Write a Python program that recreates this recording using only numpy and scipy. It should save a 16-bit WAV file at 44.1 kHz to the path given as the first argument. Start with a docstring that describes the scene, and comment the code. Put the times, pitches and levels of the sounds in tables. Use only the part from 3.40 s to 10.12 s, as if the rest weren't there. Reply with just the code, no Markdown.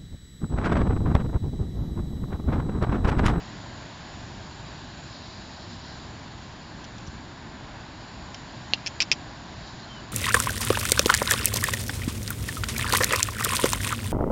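"""On the bank of a pond, one microphone: distant traffic rumbles and washes throughout, with a faint hum
and a soft hiss of grass that sinks and swells. Far insects shrill from about one second in.
A few faint ticks lead, after five seconds, to four sharp, dry snaps and creaks close to the microphone,
like a plastic housing under strain: a first crack, small following clicks in some, and a last crack.
At the end the insects return, and a far bird gives a pip and a falling whistle."""
import sys
import numpy as np
from scipy import signal
from scipy.fft import rfft, irfft, next_fast_len
from scipy.io import wavfile
from scipy.ndimage import uniform_filter1d, map_coordinates

SR = 44100
rng = np.random.default_rng(int(sys.argv[2]) if len(sys.argv) > 2 else 0)


def store_wav(level_fs):
    """Save 16-bit WAV to argv[1]."""
    pcm = np.round(np.clip(np.atleast_2d(level_fs), -1, 1) * 32767)
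    wavfile.write(sys.argv[1], SR, pcm.T.astype(np.int16))


N = 296352


def amp(db):
    """Decibels to gain."""
    return 10 ** (np.asarray(db) / 20)


def unit(x):
    """Scale to rms 1."""
    return x / np.sqrt(np.mean(x ** 2) + 1e-20)


def curve(rows):
    """Join (time, value) points into one value per sample."""
    return np.interp(np.arange(N) / SR, *np.transpose(rows))


def wobble(rate):
    """A smooth random curve, rate knots a second."""
    knots = rng.standard_normal(int(N * rate / SR) + 4)
    return map_coordinates(knots, [np.arange(N) * rate / SR])


def noise(spectrum, size):
    """Noise of rms 1 with a (Hz, dB) spectrum read on a log axis."""
    padded = next_fast_len(size + SR // 4)
    hz, db = np.transpose(spectrum)
    gain = amp(np.interp(np.log(np.fft.rfftfreq(padded, 1 / SR) + 1), np.log(hz), db))
    return unit(irfft(rfft(rng.standard_normal(padded)) * gain, padded)[:size])


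def rush(spectrum, patchy_db):
    """Steady noise whose level drifts in patches of time and frequency."""
    bins = signal.stft(noise(spectrum, N), nperseg=512)[2]
    patches = uniform_filter1d(rng.standard_normal(bins.shape), size=7, axis=0)
    patches = uniform_filter1d(patches, size=20, axis=1)
    return unit(signal.istft(bins * amp(patchy_db * unit(patches)))[1][:N])


def spell(start, length, attack, release):
    """An envelope that rises, holds and falls back to silence within its length."""
    t = np.arange(N) / SR - start
    return np.clip(np.minimum(t / attack, (length - t) / release), 0, 1)


def fade(t, t60):
    """Exponential decay, 60 dB down after t60."""
    return np.exp(-np.log(1000) * t / t60)


def ring(t, hz, t60):
    """A damped sine that starts at t = 0."""
    t = np.maximum(t, 0)
    return np.sin(2 * np.pi * hz * t) * fade(t, t60)


def add(track, start, sound):
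    """Mix a sound into the track, start seconds in."""
    part = track[round(start * SR):][:len(sound)]
    part += sound[:len(part)]


# spectra of the far roads, heard from the bank: (frequency [Hz], relative level [dB])
RUMBLE_SPECTRUM = [(12, -16), (30, -11), (54, -0.5), (115, 0), (170, -2), (250, -4.5), (330, -6.5),
                   (420, -14), (520, -24.5), (900, -65)]
TYRE_SPECTRUM = [(250, -28), (480, -8), (600, -0.5), (1030, 0.5), (1270, -6), (1620, -2.5), (2200, -9.5),
                 (3000, -12.5), (5000, -24), (8000, -50)]
# wash of the tyres: (time [s], level [dB])
TYRE_LEVEL = [(0, -45.5), (3.3, -47), (5.3, -45), (6.72, -46)]


def traffic(rumble_db=-43):
    """Far roads: a low rumble and a wash of tyres, with a ground dip between them."""
    rumble = amp(rumble_db + 0.4 * wobble(5.6)) * rush(RUMBLE_SPECTRUM, patchy_db=0.65)
    wash = amp(curve(TYRE_LEVEL) + 0.25 * wobble(3)) * rush(TYRE_SPECTRUM, patchy_db=0.72)
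    return rumble + wash


def hum(hz=119, level_db=-56.5, drift=0.01205):
    """A faint low hum in the background, wavering in pitch and strength."""
    phase = 2 * np.pi * np.cumsum(hz * (1 + drift * wobble(3))) / SR
    return amp(level_db + 1.8 * wobble(2)) * unit(np.sin(phase))


# hiss of the grass: (frequency [Hz], relative level [dB])
GRASS_SPECTRUM = [(1200, -23.5), (2400, -5), (3100, -1.5), (3900, 2), (4700, 1), (5500, -4.5),
                  (6450, -10.5), (6850, 0.5), (7150, -2), (7480, -11), (7750, -46.5), (8800, -20.5)]
# its slow swell: (time [s], relative level [dB])
GRASS_SWELL = [(0.0, -55.5), (2.36, -55.5), (2.94, -57), (4.13, -58.5), (5.17, -56), (6.72, -56.5)]


def grass(mean_db=-51):
    """Tall grass on the bank: a fine hiss that slowly sinks and swells."""
    swell_db = curve(GRASS_SWELL)
    return amp(mean_db + swell_db - swell_db.mean()) * rush(GRASS_SPECTRUM, patchy_db=0.9)


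# spells of insect calling: (time [s], length [s], level [dB])
INSECT_SPELLS = [(1.17, 0.32, -54), (1.55, 1.29, -52.5), (6.12, .6, -55)]
# their shrill band: (frequency [Hz], relative level [dB])
INSECT_SPECTRUM = [(2000, -45.5), (3000, -17), (3600, -4.5), (3950, 2.5), (4450, -0.5), (4900, 0),
                   (5600, -8.5), (6200, -13), (7200, -27), (8000, -51.5)]


def insects(lull_db=-66.5, flutter_db=2.0):
    """Far from the microphone, a thin chorus comes and goes over a faint floor."""
    calling = sum(amp(db) * spell(start, length, attack=0.15, release=0.26)
                  for start, length, db in INSECT_SPELLS)
    flutter = amp(flutter_db * wobble(25))
    return np.hypot(calling, amp(lull_db)) * flutter * rush(INSECT_SPECTRUM, patchy_db=1.0)


def crackle(t, count=7, span_s=0.008, low_hz=1800, high_hz=6400, t60=0.006):
    """Tiny ticks, each at its own pitch, run on for a few milliseconds after a click."""
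    when, pitch, strength = rng.random((count, 3)).T[:, :, None]
    hz = low_hz + (high_hz - low_hz) * (np.arange(count)[:, None] + pitch) / count
    return np.sum((1 + strength) / 2 * ring(t - span_s * when, hz, t60), axis=0)


# the crack, and its scatter off things nearby: (frequency [Hz], relative level [dB])
CRACK_SPECTRUM = [(300, -27), (1300, -17.5), (2000, -3), (3500, 1), (5600, -8.5), (6250, -9), (7200, -1),
                  (7800, -20), (8800, -23.5)]
SCATTER_SPECTRUM = [(300, -18), (1500, -7), (2700, -2.5), (3300, 1.5), (4000, -6), (4400, -2.5), (5000, 2),
                    (5500, -1.5), (6200, -8), (7000, 0), (9000, -11)]
# the lightest and the heaviest click:
# (high ring pitch [Hz], high ring gain [dB], ring t60 [s], crack [dB], knock [dB], crackle [dB])
LIGHT_TICK = (6100, 5, .0065, -4, -38, -1)
HEAVY_SNAP = (4230, -1.5, 0.0077, -15, -5.5, -22)


def click(low_hz, weight, attack_s=0.00019, scatter_db=-2.0, scatter_rise_s=0.0021):
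    """One click, close up: crack, two rings, knock and crackle; heavy ones are lower and cleaner."""
    t = np.arange(SR // 12) / SR
    blend = np.add(LIGHT_TICK, weight * np.subtract(HEAVY_SNAP, LIGHT_TICK))
    high_hz, high_db, t60, crack_db, knock_db, crackle_db = blend
    # the two modes start in opposite directions, so they reinforce each other between their pitches
    rings = ring(t, low_hz, t60) - amp(high_db) * ring(t, high_hz, t60)
    crack = amp(crack_db) * noise(CRACK_SPECTRUM, len(t)) * fade(t, t60=0.0075)
    knock = amp(knock_db) * ring(t, hz=750, t60=0.0035)
    onset = 1 - np.exp(-t / attack_s)
    direct = (rings + crack + knock) * onset + amp(crackle_db) * crackle(t)
    # sound scattered by things nearby builds up at the microphone over a few milliseconds
    build_up = (1 - np.exp(-t / scatter_rise_s)) ** 2
    paths = noise(SCATTER_SPECTRUM, len(t)) * fade(t, t60=0.045) * build_up
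    paths /= np.abs(rfft(paths)).max()
    return direct + amp(scatter_db) * signal.fftconvolve(direct, paths)[:len(t)]


# close ticks, snaps and creaks: (time [s], first crack gain [dB], ring pitch [Hz], weight [0-1],
# length [s], following clicks [count, none if below 1], last crack gain [dB])
SNAPS = [ (3.443, -35, 3400, .15, .002, 0, -42), (3.583, -39.5, 3300, .2, .002, -1, -46),
         (3.666, -43, 4800, .05, .008, 0, -39), (4.9452, -26.5, 3030, .3, .002, 0, -39),
         (5.3355, -4, 2780, .99, 0.0057, 0, -30), (5.4627, -18, 2510, .5, .0106, 2, -16.5),
         (5.6037, -6.5, 2450, .72, 0.018, 3, -10), (5.716, -4.5, 2480, .54, 0.0069, 0, -11), ]


def snaps(follow_db=-4.5, spread_s=0.0004, spread_octaves=0.17):
    """Creaks as of plastic at the microphone: a first crack, small clicks in some, a last crack."""
    track = np.zeros(N)
    for start, first_db, hz, weight, length, count, last_db in SNAPS:
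        add(track, start, amp(first_db) * click(hz, weight))
        # the last crack is light and rings a little higher
        last_hz, last_weight = hz * 1.06, min(weight, 0.34)
        for follow_s in np.linspace(start, start + length, round(count) + 2)[1:-1]:
            late, sharp = rng.standard_normal(2)
            follow_hz = last_hz * 2 ** (spread_octaves * sharp)
            follower = click(follow_hz, rng.uniform(last_weight, weight))
            add(track, follow_s + spread_s * late, amp(last_db + follow_db) * follower)
        add(track, start + length, amp(last_db) * click(last_hz, last_weight))
    return track


# a pip and a falling whistle: (time [s], length [s], starting pitch [Hz], glide [Hz/s], level [dB])
BIRD_NOTES = [(6.419, 0.039, 4100, 3200, -49.5), (6.47, 0.16, 3240, -2350, -49.5)]


def bird(waver=0.0066, flutter_db=2.5):
    """A far bird whistles thin notes, each one straight glide, fluttering with distance."""
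    t = np.arange(N) / SR
    track = np.zeros(N)
    for start, length, start_hz, glide, db in BIRD_NOTES:
        hz = start_hz + glide * np.clip(t - start, 0, length)
        phase = 2 * np.pi * np.cumsum(hz * (1 + waver * wobble(120))) / SR
        envelope = spell(start, length, attack=0.33 * length, release=0.37 * length)
        track += envelope * amp(db + flutter_db * wobble(50)) * unit(np.sin(phase))
    return track


def scene():
    """One microphone on the bank: the surroundings, and the snaps close by."""
    surroundings = traffic() + hum() + grass() + insects() + bird()
    return (surroundings + snaps())[None]


# the microphone's top end: (frequency [Hz], gain [dB])
MIC_TREBLE = [(7350, 0), (7900, -13), (8700, -5.5), (9150, -23.5)]


def record(dry, limit_hz=9150):
    """The microphone dulls the top end and keeps nothing above its band limit."""
    padded = next_fast_len(N + SR // 2)
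    hz = np.fft.rfftfreq(padded, 1 / SR)
    response = amp(np.interp(hz, *np.transpose(MIC_TREBLE))) * (hz < limit_hz)
    return irfft(rfft(dry, padded) * response, padded)[..., :N]


dry = scene()
out = record(dry)
store_wav(out)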